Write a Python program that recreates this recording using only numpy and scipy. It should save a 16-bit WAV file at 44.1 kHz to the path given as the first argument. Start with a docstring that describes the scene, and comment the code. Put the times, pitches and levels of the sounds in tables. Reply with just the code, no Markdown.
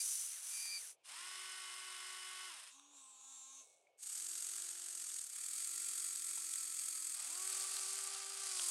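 """Small three-pole gear motors of a toy excavator run in turn and in pairs as it digs, swings and tips loose soil.
The motors whine on multiples of their shaft speed: sums of wavering sines that follow each spin-up and coast.
Their plastic gears rattle and grind: filtered noise that swells in time with the pinion.
The gears squeal while digging, a trembling tone and its octave; joints and pebbles tick as short rings.
Faint steady tones, dull frame rumbles and outdoor air, made of coloured noise, lie below."""
import sys
import numpy as np
from scipy import signal
from scipy.io import wavfile
from scipy.ndimage import uniform_filter1d

SR = 44100
rng = np.random.default_rng(int(sys.argv[2]) if len(sys.argv) > 2 else 0)


def volts(x):
    """Linear amplitude factor 10**(x/20) for a level x in dB, scalar or array-like."""
    e = np.asarray(x, float) / 20
    return 10 ** e


def master(y):
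    """Save y as 16-bit WAV."""
    cut = np.clip(np.atleast_2d(y).T, -1, 1)
    pcm = np.round(cut * 32767)  # scale
    wavfile.write(sys.argv[1], SR, pcm.astype(np.int16))


N = 383669


def evened(x):
    """Scales to rms 1."""
    return x / np.sqrt(np.mean(x ** 2) + 1e-20)


def read(points, hz):
    """Reads a spectrum on a log-frequency axis."""
    f, value = np.transpose(points)
    return np.interp(np.log(hz + 1), np.log(f + 1), value)


def add(mix, s, sound):
    """Mixes a sound in at time s."""
    part = mix[round(s * SR):][:len(sound)]
    part += sound[:len(part)]


def wander(count, hz):
    """Random drift through hz fresh normal values a second, joined by straight lines."""
    return np.interp(np.arange(count) * hz / SR, np.arange(800), rng.standard_normal(800))


def coloured(x, points):
    """Causal minimum-phase filter with the given spectrum."""
    level_db = np.maximum(read(points, abs(np.fft.fftfreq(4096, 1 / SR))), -100)
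    log_gain = np.log(volts(level_db))
    taps = np.fft.ifft(np.exp(np.conj(signal.hilbert(log_gain)))).real[:2048]
    return signal.oaconvolve(x, taps)[:len(x)]


def softened(sound):
    """Fades of 300 samples, about 7 ms, at both ends."""
    ramp = np.sqrt(np.minimum(np.arange(len(sound)) / 300, 1))
    return sound * ramp * ramp[::-1]


def air():
    """Distant outdoor murmur of wind and leaves: coloured noise with a wandering level."""
    # colour of the air: f/Hz, relative level/dB
    air_colour = [(30, -41.5), (130, -10), (200, -16), (400, -1.5), (800, -0.5), (1500, -11.5),
                  (2050, -13.5), (2250, -1.5), (2500, -1.5), (4000, -11.5), (7500, -16), (11000, -21.5),
                  (15700, -31)]
    murmur = evened(coloured(rng.standard_normal(N), air_colour))
    return volts(-82.5 + 2.7 * wander(N, 7.2)) * murmur


def faint_tones():
    """Faint, nearly steady tones that come and go, drifting a little in pitch and level."""
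    # tones: start t/s, end t/s, f/Hz, middle level/dB
    tone_rows = [(2.7, 3.6, 810, -84), (3.95, 5.15, 860, -85), (3.2, 5, 2200, -87)]
    for start, end, hz, db in tone_rows:
        count = round((end - start) * SR)
        drift = .005 * wander(count, 3.4) + .012 * wander(count, 90)
        angle = 2 * np.pi * np.cumsum(hz * (1 + drift)) / SR
        level_db = db + 2.5 * wander(count, 4) + 2.0 * wander(count, 13)
        yield start, np.sqrt(2) * volts(level_db) * np.cos(angle) * signal.windows.tukey(count, .2)


def rumbles():
    """Dull rumbles while the frame settles: band-limited noise faded at both ends."""
    # rumbles: start t/s, end t/s, level/dB
    rumble_rows = [(0.659, 1.028, -82), (3.556, 4.017, -79.5)]
    band = signal.butter(3, [420, 760], "band", fs=SR, output="sos")
    for start, end, db in rumble_rows:
        count = round((end - start) * SR)
        noise = evened(signal.sosfilt(band, rng.standard_normal(count)))
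        yield start, volts(db) * noise * signal.windows.tukey(count, .3)


def tick(db, hz, t60, crack):
    """A decaying ring with a soft start and a crack of noise near its pitch."""
    t = np.arange(3000) / SR
    noise = signal.lfilter(*signal.butter(2, [hz / 3, hz * 2], "band", fs=SR), rng.standard_normal(3000))
    decay = volts(db - 60 * t / t60) * (1 - np.exp(-t * hz))
    return decay * (np.sin(2 * np.pi * hz * t) + crack * noise)


def joints_and_pebbles():
    """Short noisy ticks, and longer, purer knocks."""
    # ticks: t/s, ring level before decay/dB, f/Hz
    tick_rows = [(5.1012, -45, 3520), (7.6403, -39, 4210), (7.7676, -34, 4077), (8.4693, -37, 4100),
                 (8.5954, -30.5, 3330)]
    # knocks: t/s, ring level before decay/dB, f/Hz
    knock_rows = [(3.87, -61, 2280), (6.374, -50.5, 920)]
    for s, db, hz in tick_rows:
        yield s, tick(db, hz, t60=0.011, crack=1.3)
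    for s, db, hz in knock_rows:
        yield s, tick(db, hz, t60=0.026, crack=.1)


def spells(tables, spin_up_s, coast_hz_per_s, power, start_hz=1.):
    """Each spell: the shaft eases up to its driven speed, then coasts until it stops or is driven again."""
    stick_share, stick_db = 0.31, -23  # below this share of the driven speed the gears stick and fall silent
    keep = np.exp(-1 / (spin_up_s * SR))
    next_starts = [table[0][0] for table in tables[1:]] + [np.inf]
    for rows, again in zip(tables, next_starts):
        s, hz, db = np.transpose(rows)
        stop = min(again + 300 / SR, s[-1] + hz[-1] / coast_hz_per_s)  # 300 samples overlap the next spell
        t = np.arange(s[0], stop, 1 / SR)
        driven = np.interp(t, s, hz)
        shaft_hz = signal.lfilter([1 - keep], [1, -keep], driven, zi=[keep * start_hz])[0]
        shaft_hz = np.maximum(shaft_hz - coast_hz_per_s * np.maximum(t - s[-1], 0), 1)
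        start_hz = shaft_hz[-1]
        share = shaft_hz / driven
        short_db = 20 * np.log10(np.minimum(share, 1))  # how far below the driven speed
        # gear noise grows as this power of the speed reached
        sag_db = power * short_db + stick_db * np.maximum(1 - share / stick_share, 0)
        yield t, shaft_hz, short_db, np.interp(t, s, db) + sag_db, sag_db


def gears(shaft_hz, rattle_db, grind_db, box, throb_db, buzz_db, grit_db, flutter_db, panels=()):
    """Dense tooth impacts of uneven size swell with each pinion turn and each commutator step."""
    shaft_per_pinion = 2.53  # gear ratio of the first stage
    count = len(shaft_hz)
    turns = np.cumsum(shaft_hz) / SR
    pinion = 2 * np.pi * (turns / shaft_per_pinion + .07 * wander(count, 30))
    throb_db = throb_db * np.clip(112 / shaft_hz, 1, 1.6)  # slow gears knock harder through their play
    pinion_db = throb_db * (np.cos(pinion) + 0.27 * np.cos(2 * pinion))
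    commutator_db = buzz_db * np.cos(2 * np.pi * 3 * turns)
    bursts = uniform_filter1d(rng.exponential(1, count // 40 + 1), size=2)
    bursts = bursts.repeat(40)[:count]  # steps of about 1 ms
    uneven_db = flutter_db * wander(count, 10.23) + grit_db * bursts
    impacts = rng.standard_normal(count) * volts(pinion_db + commutator_db + uneven_db)
    sound = coloured(impacts, box)
    for hz, width, ring_db in panels:
        sound = sound + volts(ring_db) * signal.lfilter(*signal.iirpeak(hz, hz / width, fs=SR), sound)
    # grind below 4 kHz, rattle above
    low = signal.sosfiltfilt(signal.butter(3, 4000, fs=SR, output="sos"), sound)
    return volts(rattle_db) * evened(sound - low) + volts(grind_db) * evened(low)


def whine(shaft_hz, whine_db, orders):
    """Sines on multiples of the shaft speed, each wavering on its own."""
    angle = 2 * np.pi * np.cumsum(shaft_hz) / SR
    lines = 0
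    for k, db in orders:
        level = volts(db + 1.5 * wander(len(angle), 13.65))
        lines = lines + level * np.cos(k * angle + 7 * rng.random())
    return np.sqrt(2) * volts(whine_db) * lines


def motor(spell, levels, whine_power, box, orders, **texture):
    """One spell: the whine grows as a power of the speed reached, over the noise of the gears."""
    t, shaft_hz, short_db, rattle_db, sag_db = spell
    whine_db, grind_db = levels
    tones = whine(shaft_hz, whine_db + whine_power * short_db, orders)
    noise = gears(shaft_hz, rattle_db, grind_db + sag_db, box, **texture)
    return t[0], softened(tones + noise)


def swing():
    """A slow, lightly loaded motor: clean commutator pulses ring the housing up to the top of the treble."""
    # one table a spell of current: t/s, driven shaft speed f/Hz, treble level before trims at full speed/dB
    swing_spells = [
        [(2.68, 86.7, -50), (2.8, 94.8, -63), (2.92, 97.2, -63), (2.97, 91.1, -56), (3.06, 87.1, -55.5),
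         (3.19, 85.8, -56.5), (3.28, 90.1, -52), (3.39, 87.4, -51), (3.52, 89.7, -52.5), (3.6, 90.5, -51.5)],
    ]
    # colour of gearbox and housing: f/Hz, relative level/dB
    swing_box = [(400, -43.5), (1060, -5), (1350, -16), (2000, -29.5), (2600, -13), (3050, -16.5),
                 (3700, -6.5), (5000, -22.5), (5750, -8.5), (8600, -6.5), (9300, -14.5), (11000, -18),
                 (12400, -36), (14000, -31), (15700, -32.5)]
    # brightest resonance: t/s, f/Hz
    facing = [(2.73, 7050), (2.81, 5950), (3.06, 8130), (3.19, 7050), (3.4, 7160), (3.6, 6460)]
    for t, shaft_hz, _, rattle_db, sag_db in spells(swing_spells, spin_up_s=.012, coast_hz_per_s=116, power=8.5):
        count = len(shaft_hz)
        # the hum is loudest once the shaft nears a frame resonance: 92 Hz, falling 2.5 dB per Hz below it
        hum_db = -77.5 - 2.5 * np.maximum(92 - shaft_hz, 0)
        facing_hz = np.interp(t, *np.transpose(facing))
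        angle = 2 * np.pi * np.cumsum(3 * shaft_hz * (1 + .0008 * wander(count, 200))) / SR
        pulses = 0
        for k in range(2, 54):
            hz = 3 * k * shaft_hz
            facing_db = 11.5 * np.exp(-((hz - facing_hz) / 700) ** 2)  # the bright side moves as the body turns
            level = volts(read(swing_box, hz) + facing_db + 3.5 * wander(count, 12))
            pulses = pulses + level * np.cos(k * angle + 7 * rng.random())
        pulses = pulses / np.sqrt(uniform_filter1d(pulses ** 2, size=3000) + 1e-20)  # steady power
        hum = np.sqrt(2) * volts(hum_db) * np.cos(angle)
        running = np.clip((3.655 - t) / 0.037, 0, 1)  # the current stops, the gears coast
        noise = gears(shaft_hz, rattle_db - 6 - 5 * running, -73.5 + sag_db, swing_box,
                      throb_db=0.3, buzz_db=0.0, grit_db=2.5, flutter_db=2)
        yield t[0], running * (volts(rattle_db - 5.5) * pulses + hum) + noise


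def boom():
    """The fast boom motor: a rich whine of many shaft orders over its gears."""
    # one table a spell of current: t/s, driven shaft speed f/Hz, gear rattle at full speed level/dB
    boom_spells = [
        [(1.03, 126.2, -52), (1.66, 124.2, -53), (2.48, 123.9, -53.5)],
    ]
    # a row a spell, at full speed: whine level/dB, frame grind level/dB
    boom_levels = [(-63.5, -56)]
    # whine lines: multiple of the shaft speed, relative level/dB
    boom_orders = [(3, -14), (6, -16), (7, -18), (8, -17), (9, 0), (11, -6.5), (12, -1), (13, -15),
                   (15, -5), (16, -6), (17, -1), (18, -23), (20, -8.5), (21, -9.5), (23, -11), (24, 1),
                   (27, -8.5), (41, -23), (42, -3.5)]
    # colour of gearbox and housing: f/Hz, relative level/dB
    boom_box = [(240, -41), (400, -32.5), (519, -26.5), (811, -20), (1100, -7), (1280, -12.5), (2070, -9),
                (2340, -10.5), (2900, -6.5), (4810, -8), (5280, -6.5), (6750, -6.5), (8630, -3),
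                (10400, -4.5), (15700, -40)]
    panels = [(5150, 250, 1), (8600, 500, -2)]  # f/Hz, width/Hz, level/dB
    runs = spells(boom_spells, spin_up_s=.066, coast_hz_per_s=385, power=.85)
    for spell, levels in zip(runs, boom_levels):
        yield motor(spell, levels, 3.5, boom_box, boom_orders,
                    throb_db=1.2, buzz_db=1.5, grit_db=.8, flutter_db=.25, panels=panels)


def arm():
    """The arm motor: strongly throbbing gears ring the housing panels as the arm unfolds and stretches."""
    # one table a spell of current: t/s, driven shaft speed f/Hz, gear rattle at full speed level/dB
    arm_spells = [
        [(3.97, 112.7, -43.5), (4.5, 116.2, -45.5), (4.8, 115, -48), (5.01, 111.3, -45)],
        [(5.045, 112.2, -45.5), (5.17, 108.8, -45.5)],
        [(5.3, 105.6, -45.5), (5.68, 116.6, -44), (7.11, 105.8, -43.5)],
        [(7.17, 97.8, -46.5), (7.37, 105.3, -44), (7.93, 107, -45)],
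        [(8.1, 57, -54), (8.32, 75.5, -50.5), (8.54, 112, -48.5), (8.7, 114.4, -39.5)],
    ]
    # a row a spell, at full speed: whine level/dB, frame grind level/dB
    arm_levels = [(-81.5, -61), (-81.5, -62.5), (-76, -59), (-80, -58.5), (-99, -58.5)]
    # whine lines, one table each for arm folded, open and stretched: multiple of shaft speed, relative level/dB
    folded, opened, stretched = [
        [(3, 3.5), (6, -2), (12, 0)],
        [(3, -2), (10, -5), (12, 2.5), (48, 4.5), (60, 11)],
        [(3, 0)],
    ]
    # colour of gearbox and housing: f/Hz, relative level/dB
    arm_box = [(240, -46.5), (400, -35.5), (990, -33), (1330, -17.5), (1450, -24), (2530, -18),
               (2900, -24.5), (3280, -17.5), (3820, -17.5), (4530, -12.5), (5530, -11), (8240, 4),
               (11500, -10.5), (13300, -20), (15700, -26.5)]
    # the same gearbox with the arm still folded: f/Hz, relative level/dB
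    reach_box = [(240, -44.5), (400, -30.5), (634, -33.5), (685, -33), (889, -30.5), (1350, -18.5),
                 (2130, -21), (4260, -14.5), (4530, -15), (8240, 0.5), (11200, -12), (15700, -34)]
    # ringing panels of the arm housing: f/Hz, width/Hz, level/dB
    arm_panels = [(4600, 200, 2), (6650, 300, -3), (8300, 600, -6), (11300, 600, -2)]
    # the lowest panel rings higher with the arm stretched out: f/Hz, width/Hz, level/dB
    stretched_panel = (4850, 250, 5.8)
    runs = spells(arm_spells, spin_up_s=.08, coast_hz_per_s=260, power=1.3)
    boxes = (reach_box, reach_box, arm_box, arm_box, arm_box)
    poses = (folded, folded, opened, opened, stretched)
    for spell, levels, box, orders in zip(runs, arm_levels, boxes, poses):
        panels = [stretched_panel, *arm_panels[1:]] if orders is stretched else arm_panels
        yield motor(spell, levels, 8.7, box, orders,
                    throb_db=2.6, buzz_db=1, grit_db=1.8, flutter_db=.7, panels=panels)


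def tip():
    """The tipping motor: whine on multiples of three times the shaft speed over gritty gears."""
    # one table a spell of current: t/s, driven shaft speed f/Hz, gear rattle at full speed level/dB
    tip_spells = [
        [(7.14, 85, -49), (7.255, 90.4, -51.5)],
        [(7.26, 128, -51), (7.9, 128.8, -45.5), (8.0, 130.4, -49.5), (8.4, 130.5, -48.5), (8.62, 116.9, -43.5),
         (8.7, 115.4, -46.5)],
    ]
    # a row a spell, at full speed: whine level/dB, frame grind level/dB
    tip_levels = [(-84, -60.5), (-65.5, -60.5)]
    # whine lines: multiple of the shaft speed, relative level/dB
    tip_orders = [(3, -3.5), (6, -7), (9, 1), (12, -5.5), (15, -10.5), (18, -26), (21, -9), (24, -6.5)]
    # colour of gearbox and housing: f/Hz, relative level/dB
    tip_box = [(240, -27.5), (400, -27.5), (459, -14.5), (774, -5), (1090, -9), (1170, 2), (1720, -7.5),
               (2410, -4.5), (3590, -11.5), (4670, -16), (8760, -9.5), (10500, -14), (15700, -64)]
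    runs = spells(tip_spells, spin_up_s=.055, coast_hz_per_s=340, power=0.39)
    for spell, levels in zip(runs, tip_levels):
        yield motor(spell, levels, 2.8, tip_box, tip_orders,
                    throb_db=0.7, buzz_db=-4.0, grit_db=2.4, flutter_db=-1.4, panels=[(4640, 610, 1.0)])


def squeal_db(t, column, swell_db_per_s):
    """Each squeal catches fast, swells to its end and lets go."""
    # squeals of the digging mesh: start t/s, end t/s, tone drive at the end level/dB, octave at the end level/dB
    squeal_rows = [(0.0, 0.005, -57, -44.5), (0.348, 0.38, -70, -78), (0.539, 0.772, -55.5, -46.5),
                   (0.82, 0.856, -71, -90)]
    curves = []
    for row in squeal_rows:
        start, end = row[:2]
        swell_db = swell_db_per_s * np.maximum(end - t, 0)
        catch_db = 302 * np.maximum(start - t, 0)
        let_go_db = 653 * np.maximum(t - end, 0)
        curves.append(row[column] - swell_db - catch_db - let_go_db)
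    return np.max(curves, axis=0)


def dig():
    """Under load the tooth mesh squeals: a trembling tone and its octave, gliding with the shaft speed."""
    # one table a spell of current: t/s, driven shaft speed f/Hz, gear rattle at full speed level/dB
    dig_spells = [
        [(0.0, 99.3, -40), (0.114, 96.2, -40.5), (0.25, 92, -43.5), (0.345, 87.4, -48.5)],
        [(0.41, 98.2, -51), (0.45, 98.5, -46.5), (0.536, 98.2, -46), (0.795, 98.5, -48)],
    ]
    # squeal lines: multiple of the shaft speed, relative level/dB
    dig_orders = [(3, -29.5), (19, -14.5), (24, 0.5), (25, -4)]
    # colour of gearbox and housing: f/Hz, relative level/dB
    dig_box = [(150, -93), (250, -37), (372, -61), (392, -34.5), (545, -29), (660, -23.5), (1170, -16.5),
               (1340, -14.5), (1930, -15), (2100, -12.5), (5180, -11.5), (6270, -9), (7720, -4), (9670, 1),
               (15700, -27.5)]
    runs = spells(dig_spells, spin_up_s=0.02, coast_hz_per_s=572, power=0.55,
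                  start_hz=dig_spells[0][0][1])  # already turning at the start
    for t, shaft_hz, _, rattle_db, sag_db in runs:
        count = len(shaft_hz)
        mesh_db = np.maximum(squeal_db(t, column=2, swell_db_per_s=27), -86 + sag_db)  # never below a quiet mesh
        octave_db = squeal_db(t, column=3, swell_db_per_s=50)
        tremble = 0.009 * wander(count, 150) + 0.0076 * wander(count, 25)
        angle = 2 * np.pi * np.cumsum(shaft_hz * (1 + tremble)) / SR
        lines = sum(volts(db + 2 * wander(count, 88.4)) * np.cos(k * angle) for k, db in dig_orders)
        rasp = 1 + .7 * np.cos(2 * angle + 1.5 * wander(count, 60))  # the worn pinion chops the octave
        squeal = volts(mesh_db) * lines + volts(octave_db) * rasp * np.cos(48 * angle)
        noise = gears(shaft_hz, rattle_db, -62.5 + sag_db, dig_box,
                      throb_db=0.26, buzz_db=-1.5, grit_db=1.4, flutter_db=1.1, panels=[(6020, 420, 7)])
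        yield t[0], softened(np.sqrt(2) * squeal + noise)


def scene():
    """The motors and the small sounds of joints and frame, over outdoor air."""
    mix = np.zeros(N)
    for source in (dig, boom, swing, arm, tip, faint_tones, rumbles, joints_and_pebbles):
        for start, sound in source():
            add(mix, start, sound)
    # steep high-pass at 230 Hz: little bass in the machine sounds
    machine = signal.sosfilt(signal.butter(4, 230, "high", fs=SR, output="sos"), mix)
    return (machine + air())[None]


def roll_off(x):
    """The treble ends steeply here."""
    return signal.sosfilt(signal.butter(12, 15850, fs=SR, output="sos"), x)


def record(dry):
    """Delivers the finished mix."""
    return roll_off(dry)


dry = scene()
out = record(dry)
master(out)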